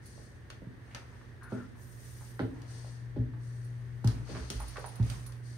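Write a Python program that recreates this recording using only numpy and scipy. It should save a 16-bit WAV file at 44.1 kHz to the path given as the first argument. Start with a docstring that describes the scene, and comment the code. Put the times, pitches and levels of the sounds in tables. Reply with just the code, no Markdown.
"""Soft steps up a wooden staircase

Someone climbs hardwood stairs in soft footwear, heard up close over ventilation and a mains hum.
Each footfall drums a hollow tread; joints snap and boards creak under the weight. A hand squeaks on
the rail, clothes brush with the stride and a small metal piece tinkles. The stairwell rings briefly."""
import sys
import numpy as np
from scipy import signal
from scipy.fft import rfft, irfft, next_fast_len
from scipy.io import wavfile
from scipy.ndimage import uniform_filter1d

SR = 44100
rng = np.random.default_rng(int(sys.argv[2]) if len(sys.argv) > 2 else 0)


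def store_wav(level_fs):
    """Save 16-bit WAV to argv[1]."""
    pcm = np.round(np.clip(np.atleast_2d(level_fs), -1, 1) * 32767)
    wavfile.write(sys.argv[1], SR, pcm.T.astype(np.int16))


N = 245759
TIME = np.arange(N) / SR


def amp(db):
    """Decibels to gain."""
    return 10 ** (np.asarray(db) / 20)


def unit_rms(x):
    """Scales to rms 1."""
    return x / np.sqrt(np.mean(x ** 2) + 1e-20)


def curve_at(points, hz):
    """Reads a curve on a log-frequency axis."""
    f, value = np.transpose(points)
    return np.interp(np.log(hz + 1), np.log(f + 1), value)


def automation(rows):
    """Each column of a timed table, ramped from sample to sample."""
    times, *columns = np.transpose(rows)
    return [np.interp(TIME, times, column) for column in columns]


def eq(x, curve):
    """Filters by an EQ curve in dB."""
    size = next_fast_len(N + 4096)
    gain = amp(curve_at(curve, np.fft.rfftfreq(size, 1 / SR)))
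    return irfft(rfft(x, size) * gain, size)[..., :N]


def band(x, hz, spread, order=1):
    """Band-pass from hz / spread to hz * spread."""
    edges = [hz / spread, min(hz * spread, .48 * SR)]
    return signal.sosfilt(signal.butter(order, edges, "bandpass", fs=SR, output="sos"), x)


def lowpass(x, hz, order=2):
    """Rolls off the treble above hz."""
    return signal.sosfilt(signal.butter(order, hz, fs=SR, output="sos"), x)


def ring(modes, t):
    """Damped modes struck at time zero."""
    return sum(amp(db - 60 * t / t60) * np.cos(2 * np.pi * hz * t) for hz, db, t60 in modes)


def pan(pan_db):
    """Stereo gains; pan is always left minus right in dB."""
    return amp([[pan_db / 2], [-pan_db / 2]])


def place(mix, start, sound, db, pan_db):
    """Adds a sound to the mix, its peak set to db before panning."""
    part = mix[:, max(round(start * SR), 0):][:, :sound.shape[-1]]
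    part += (sound / abs(sound).max() * amp(db) * pan(pan_db))[:, :part.shape[1]]


# reverb time of the stairwell: f/Hz, t60/s
REVERB_DECAY = [(60, 0.54), (130, 0.35), (280, 0.73), (600, 0.29), (1500, 0.25), (5000, 0.26),
                (10000, 0.35), (16000, 0.18)]
# tone of the wall reflections: f/Hz, level/dB
REVERB_EQ = [(60, -4), (150, -5), (255, 2.5), (390, 2), (600, 5), (2000, 2), (8000, -5), (14000, -2)]
def stairwell(x, wet_db, mono_below_hz):
    """Adds dense reflections that die away band by band and narrow to mono in the bass."""
    hz, t, bins = signal.stft(rng.standard_normal((2, SR * 3 // 4)), SR, nperseg=256)
    likeness = 1 / (1 + (hz[:, None] / mono_below_hz) ** 2)
    bins[1] = likeness * bins[0] + np.sqrt(1 - likeness ** 2) * bins[1]
    decay = amp(-60 * t / curve_at(REVERB_DECAY, hz)[:, None])
    tail = signal.istft(bins * decay, SR, nperseg=256)[1]
    tail *= np.clip(np.arange(tail.shape[1]) / SR / 0.0035 - 1, 0, 1)  # pre-delay to the nearest wall
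    wet = signal.fftconvolve(x, tail / np.linalg.norm(tail[0]), axes=1)[:, :N]
    return x + amp(wet_db) * eq(wet, REVERB_EQ)


# room tone of the house: f/Hz, level/dB
VENTILATION_EQ = [(20, -47), (45, 2.5), (65, 3), (110, 5), (170, -6), (260, -9.5), (400, -10.5), (700, -21),
                  (1400, -21), (1800, -14), (2400, -28), (5000, -35), (9000, -34.5), (15000, -46.5)]
# its stereo image: f/Hz, left-right correlation
VENTILATION_LIKENESS = [(50, 0.53), (150, 0.79), (400, 0.43), (1000, 0.047), (3000, 0.033), (15000, 0.19)]
def ventilation():
    """A steady bed of moving air and rumble, narrow in the bass and wide in the treble."""
    left, other = rfft(rng.standard_normal((2, N + 1)))
    likeness = curve_at(VENTILATION_LIKENESS, np.fft.rfftfreq(N + 1, 1 / SR))
    right = likeness * left + np.sqrt(1 - likeness ** 2) * other
    return amp(-52.5) * unit_rms(eq(irfft([left, right])[:, :N], VENTILATION_EQ))


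# the fundamental swells and shifts along the climb through standing waves: t/s, level/dB, pan/dB
HUM_RIDE = [(0, -58.5, -4), (0.7, -50.5, -0.5), (1.7, -55, -12), (2.2, -46.5, -5.5), (2.65, -43.5, 2.5),
            (3, -41.5, 6), (3.7, -37.5, 2.5), (4.3, -45.5, 14), (4.7, -50, -13), (5.25, -42, -5.5),
            (5.57, -41.5, -3)]
def mains_hum(hz=120):
    """An appliance hums at twice the mains frequency, with two faint, steady overtones."""
    phase = 2 * np.pi * hz * TIME
    db, pan_db = automation(HUM_RIDE)
    fundamental = amp(db + np.array([pan_db, -pan_db]) / 2) * np.sin(phase)
    return fundamental + amp(-67.5) * np.sin(2 * phase) + amp(-75.5) * np.sin(3 * phase)


def cloth(strokes, tone, attack_share, slide_db, fade_20db_s, grain_db):
    """Fibres catch in tiny patches: grainy noise that swells, slides on and fades with each stroke."""
    hz, t, bins = signal.stft(rng.standard_normal((2, N)), SR, nperseg=256)
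    octaves = np.log2(np.maximum(hz, 500) / 5000)
    power = 0
    for start, length, db, tilt in strokes:
        spectrum = unit_rms(amp(curve_at(tone, hz) + tilt * octaves))
        progress = np.clip((t - start) / length, 0, 1)
        attack = np.minimum(progress / attack_share, 1)
        release_db = -20 * np.maximum(t - start - length, 0) / fade_20db_s
        envelope = attack * amp(db + slide_db * progress + release_db)
        power = power + np.outer(spectrum, envelope) ** 2
    patches = uniform_filter1d(rng.standard_normal(power.shape), size=20, axis=0)
    patches = unit_rms(uniform_filter1d(patches, size=4, axis=1))
    return signal.istft(bins * np.sqrt(power) * amp(grain_db * patches), SR, nperseg=256)[1][:, :N]


# leg swishes: t/s, length/s, level/dB, tilt/(dB per octave)
TROUSER_STROKES = [(.76, 0.47, -63, -5), (1.48, 0.1, -59, -4), (1.75, 0.21, -57.5, 6),
                   (1.95, 0.34, -54.5, 3), (2.42, 0.46, -61, -6), (3.58, 0.61, -68.5, -3),
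                   (4.07, 0.098, -55, -5), (4.28, .12, -55, -5.5), (4.52, 0.17, -53.5, -2.5),
                   (4.72, 0.37, -56.5, -6), (5.02, 0.14, -51, -1.5)]
# tone of the trouser fabric: f/Hz, level/dB
TROUSER_EQ = [(300, -14.5), (900, -4.5), (2500, -5.5), (3500, -8.5), (4500, -6), (6500, -1), (9000, 0.5),
              (11000, -4.5), (15500, -17)]
def trousers():
    """Trouser cloth brushes as a leg swings."""
    return pan(1.5) * cloth(TROUSER_STROKES, TROUSER_EQ,
                            attack_share=0.33, slide_db=-1.56, fade_20db_s=0.29, grain_db=1.5)


# arm swishes: t/s, length/s, level/dB, tilt/(dB per octave)
SLEEVE_STROKES = [(.01, 0.25, -58, 5.5), (2.65, 0.27, -55, 2.5), (3.38, 0.3, -63, 6.5),
                  (4.24, 0.32, -51.5, -2), (4.63, 0.28, -55.5, -1.5), (5.42, 0.23, -58, 4)]
# tone of the sleeve fabric: f/Hz, level/dB
SLEEVE_EQ = [(500, -11), (1500, -5), (3000, -7), (3950, -5), (4420, 2.5), (5100, -3), (5800, 1),
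             (7000, -1.5), (8500, -0.5), (9800, -5), (11000, -13), (15500, -31)]
def sleeve():
    """The left sleeve slides as the arm reaches forward."""
    return pan(6.5) * cloth(SLEEVE_STROKES, SLEEVE_EQ,
                            attack_share=0.23, slide_db=-4.5, fade_20db_s=0.2, grain_db=1.3)


# modes of the small metal piece: f/Hz, level/dB, t60/s
METAL_MODES = [(9650, -7.5, 0.056), (9740, 8, 0.0093), (11050, -11, 0.017), (4330, -13, 0.019),
               (10060, -13, 0.02)]
# its shakes: t/s, level/dB
TINKLE_CUES = [(.060, -41.5), (1.433, -45.5), (3.645, -49.5), (4.6, -37), (4.619, -41), (4.681, -37.5),
               (4.792, -45), (4.86, -37), (4.887, -42), (4.956, -42), (5.264, -35.5), (5.297, -52)]
def tinkles():
    """Light metal, shaken by the stride, chatters for a moment and rings near its few high modes."""
    out, t = np.zeros((2, N)), np.arange(4096) / SR
    swell = t / 0.0056
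    for start, db in TINKLE_CUES:
        chatter = rng.standard_normal((2, len(t))) * swell * np.exp(-swell)
        detune = 1 + 0.0142 * rng.standard_normal()
        metal = ring(METAL_MODES, t * detune)
        ringing = unit_rms(signal.fftconvolve(chatter, metal[None], axes=1)[:, :len(t)])
        sizzle = unit_rms(band(chatter, 7700, spread=1.6, order=2))
        place(out, start - .003, ringing + 0.29 * sizzle, db, pan_db=-3.5)
    return stairwell(out, wet_db=-4.5, mono_below_hz=405)


# the palm dragging on the rail: t/s, level/dB, f/Hz
SQUEAK_GLIDE = [(1.412, -62, 1540), (1.432, -58.5, 1535), (1.465, -55, 1500), (1.51, -58, 1418),
                (1.58, -56, 1430), (1.625, -58.5, 1387), (1.68, -73, 1370)]
def rail_squeak():
    """Skin on varnish: a raspy, fuzzy whistle that sinks as the hand slows."""
    db, hz = automation(SQUEAK_GLIDE)
    noise = rng.standard_normal((2, N))
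    flutter = unit_rms(lowpass(noise, 85))
    rasp = unit_rms(lowpass(noise[::-1], 420))
    wobble = flutter + 0.58 * rasp
    phase = 2 * np.pi * np.cumsum(hz) / SR
    whistle = unit_rms(wobble[0] * np.cos(phase) - wobble[1] * np.sin(phase))
    gate = (TIME > SQUEAK_GLIDE[0][0]) & (TIME < SQUEAK_GLIDE[-1][0])
    return stairwell(whistle * gate * amp(db) * amp([[2], [-2.5]]), wet_db=-10, mono_below_hz=900)


def faint_creak_cues(per_step=2, db=-54, hz=1070, length_s=0.022):
    """Cues for small random creaks while a tread takes the weight after each step."""
    cues = []
    for step_s, *_ in STEP_CUES:
        for when, loud, pitch, side in rng.uniform(-1, 1, (per_step, 4)):
            start = step_s + .33 + .21 * when
            cues.append((start, db - 2.5 * loud, hz * 2 ** (0.31 * pitch), length_s, 4 * side))
    return cues


# featured creaks: t/s, level/dB, f/Hz, decay of the slips/s, pan/dB
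CREAK_CUES = [(0.178, -49, 463, 0.016, -7), (0.503, -43.5, 1520, .004, 8), (0.911, -47, 1840, 0.021, -5),
              (0.947, -43, 1470, 0.057, -1), (1.2145, -47, 1140, .002, 1), (1.423, -46.5, 1050, 0.022, 8),
              (2.21, -48.5, 970, 0.013, -2), (2.636, -48.5, 700, .0015, 3), (2.846, -44, 610, 0.0028, -3),
              (4.29, -42, 426, 0.026, -8), (4.35, -38, 1380, 0.03, -6.5), (4.6014, -35.5, 965, 0.012, -2.5),
              (4.759, -39, 990, 0.0072, -11), (4.768, -31.5, 1320, 0.0074, 1),
              (4.782, -34.5, 490, .0036, -4), (4.843, -32, 810, 0.0069, -5), (4.998, -44, 905, 0.0073, 0),
              (5.099, -47, 1310, 0.025, -9), (5.264, -50.5, 1100, 0.056, 2)]
def creaks(slips_per_s=900):
    """Boards stick and slip: a first jerk, then a fading random run, each briefly ringing the wood."""
    out, t = np.zeros((2, N)), np.arange(8192) / SR
    for start, db, hz, decay_s, pan_db in CREAK_CUES + faint_creak_cues():
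        sizes = rng.standard_normal(len(t)) + .5 * rng.standard_normal((2, len(t)))
        slipping = rng.random(len(t)) < slips_per_s / SR
        slips = 0.69 * sizes * slipping * np.exp(-t / decay_s)
        slips[:, 0] = 1
        knock = band(slips, hz, spread=1.25) + 0.19 * slips  # the board's note and the jerk itself
        place(out, start, band(knock, hz, spread=2.0, order=2), db, pan_db)
    return stairwell(out, wet_db=-5.5, mono_below_hz=890)


# sharp snaps of the wood joints: t/s, pre-EQ level/dB, f/Hz, pan/dB
SNAP_CUES = [(0.5017, -39, 3410, 0), (0.9474, -33.5, 3054, 0), (2.618, -50, 5500, 2),
             (4.045, -38, 6300, -1), (4.074, -30, 6020, -1), (4.5018, -25.5, 5410, 1),
             (4.7685, -45.5, 2760, -4), (4.9574, -47, 9100, -13.5), (5.0273, -45, 3880, -4),
             (5.0997, -32.5, 5730, -4.5), (5.322, -47, 5570, 3)]
# tone shared by all snaps: f/Hz, level/dB
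SNAP_EQ = [(500, 16.5), (2000, 3.5), (4000, 4.5), (9000, 5.5), (11500, 0.5), (15500, -10)]
def snaps():
    """A joint lets go in a crack of a few milliseconds; the boards around it ring on faintly."""
    out, t = np.zeros((2, N)), np.arange(4096) / SR
    for start, db, hz, pan_db in SNAP_CUES:
        crack = rng.standard_normal((2, len(t))) * np.exp(-t / 0.0045) * (1 - np.exp(-t / 0.00014))
        board_hz = hz * 2 ** rng.uniform(-1.3, .6, (2, 12, 1))
        ringing = np.sin(2 * np.pi * board_hz * t).mean(1) * np.exp(-t / 0.014)
        place(out, start, band(crack + 0.36 * ringing, hz, spread=2.14), db, pan_db)
    return stairwell(eq(out, SNAP_EQ), wet_db=-0.5, mono_below_hz=397)


# modes of the hollow stair, before each step's varispeed: f/Hz, level/dB, t60/s
TREAD_MODES = [(56.3, 1, 0.76), (67.6, 2.5, 0.19), (99, -11, 0.045), (114.6, 10.5, 0.15), (135, 5, 0.096),
               (187, -12, .08), (204, -9, 0.097), (235.6, 6.5, 0.041), (266.4, -2.5, 0.089),
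               (296, -5, 0.22), (409, -12, 0.029), (510, -16, 0.023), (540, -34, 0.11), (680, -29.5, 0.097),
               (810, 4.5, 0.029), (1880, -6, 0.012), (1395, 9.5, 0.017), (1580, -22, .025),
               (1890, -20, .025)]
# three hits as a foot rolls, relative to its ball cue: t/roll time, level/dB, f/ball f, pan/dB
ROLL_HITS = [(0.432, -2, 1.73, -2), (0.998, -0.5, 0.96, -4.5), (2.06, -3, .81, 2.5)]
# steps and shuffles: touch t/s, touch level/dB, roll time/s, ball level/dB, ball f/Hz (high = hard),
# sole delay/s, sole level/dB, sole f/Hz, tread varispeed/ratio, pan/dB
STEP_CUES = [(0.617, -56, 0.0055, -42.5, 250, 0.053, -36.5, 180, 1.13, -3),
             (1.5206, -37, 0.0072, -27.5, 234, 0.055, -39.5, 141, 0.81, -0.5),
             (2.393, -25.5, .0102, -24.5, 304, 0.03024, -27.5, 110, .975, -0.5),
             (3.162, -39.5, .011, -29, 210, 0.0301, -24.5, 97, 1.03, 0.5),
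             (4.043, -33.5, 0.0072, -22.5, 125, .0318, -30.5, 78.5, .995, 2),
             (4.289, -57, .026, -37, 195, .05, -34, 93, 1.07, -1.5),
             (4.354, -38.5, 0.0106, -38, 297, 0.051, -36.5, 57.6, 1.2, -1.5),
             (4.501, -50.5, 0.00743, -36.5, 204, .053, -33, 54.8, 0.98, -2.5),
             (4.995, -47, .0085, -23.5, 95, .051, -41, 88.6, 1.011, -0.5)]
def footfalls(slap_hz=3400, slap_decay_s=0.032):
    """Each foot touches, rolls onto its ball and settles; softer blows reach lower tread modes."""
    thuds, slaps, t = np.zeros((2, N)), np.zeros((2, N)), np.arange(SR // 2) / SR
    for start, touch_db, roll_s, ball_db, ball_hz, sole_s, sole_db, sole_hz, speed, pan_db in STEP_CUES:
        tread = ring(TREAD_MODES, t * speed)
        touch_hz = 735 * 2 ** ((touch_db + 35) / 9.5)  # an octave brighter for every 9.5 dB harder
        touch = (0, touch_db, touch_hz, 0)
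        ball = [(share * roll_s, ball_db + db, ball_hz * ratio, side_db)
                for share, db, ratio, side_db in ROLL_HITS]
        sole = (sole_s, sole_db, sole_hz, 0)
        for delay, db, hz, side_db in [touch, *ball, sole]:
            place(thuds, start + delay, band(tread, hz, spread=1.49, order=2), db, pan_db + side_db)
        slap = rng.standard_normal((2, len(t))) * np.exp(-t / slap_decay_s)  # sole on varnish
        place(slaps, start, band(slap, slap_hz, spread=1.33, order=2), touch_db - 20.5, pan_db)
    thuds[0] = np.interp(TIME - .00018, TIME, thuds[0])  # the feet are nearer the right microphone
    padded = lowpass(thuds, 2350, order=6)  # a soft sole drives no treble in the tread
    return stairwell(padded + slaps, wet_db=-3.5, mono_below_hz=272)


def scene():
    """The climber's clothes, the stairs and the small details over the room tone."""
    clothes = trousers() + sleeve()
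    stairs = footfalls() + snaps() + creaks()
    return clothes + stairs + tinkles() + rail_squeak() + mains_hum() + ventilation()


# treble notches of the microphone ports: f/Hz, level/dB
MICROPHONE_EQ = [(4900, 1), (5300, -2), (5700, 0), (6800, -4), (7700, -13), (8150, -2), (10000, -4),
                 (11200, -12.5), (12500, -1)]
def record(dry):
    """The microphone ports notch the treble; a steep high cut trims the very top."""
    high_cut = signal.firwin(511, 15800, window=("kaiser", 9), fs=SR)
    return signal.oaconvolve(eq(dry, MICROPHONE_EQ), high_cut[None], "same", axes=1)


dry = scene()
out = record(dry)
store_wav(out)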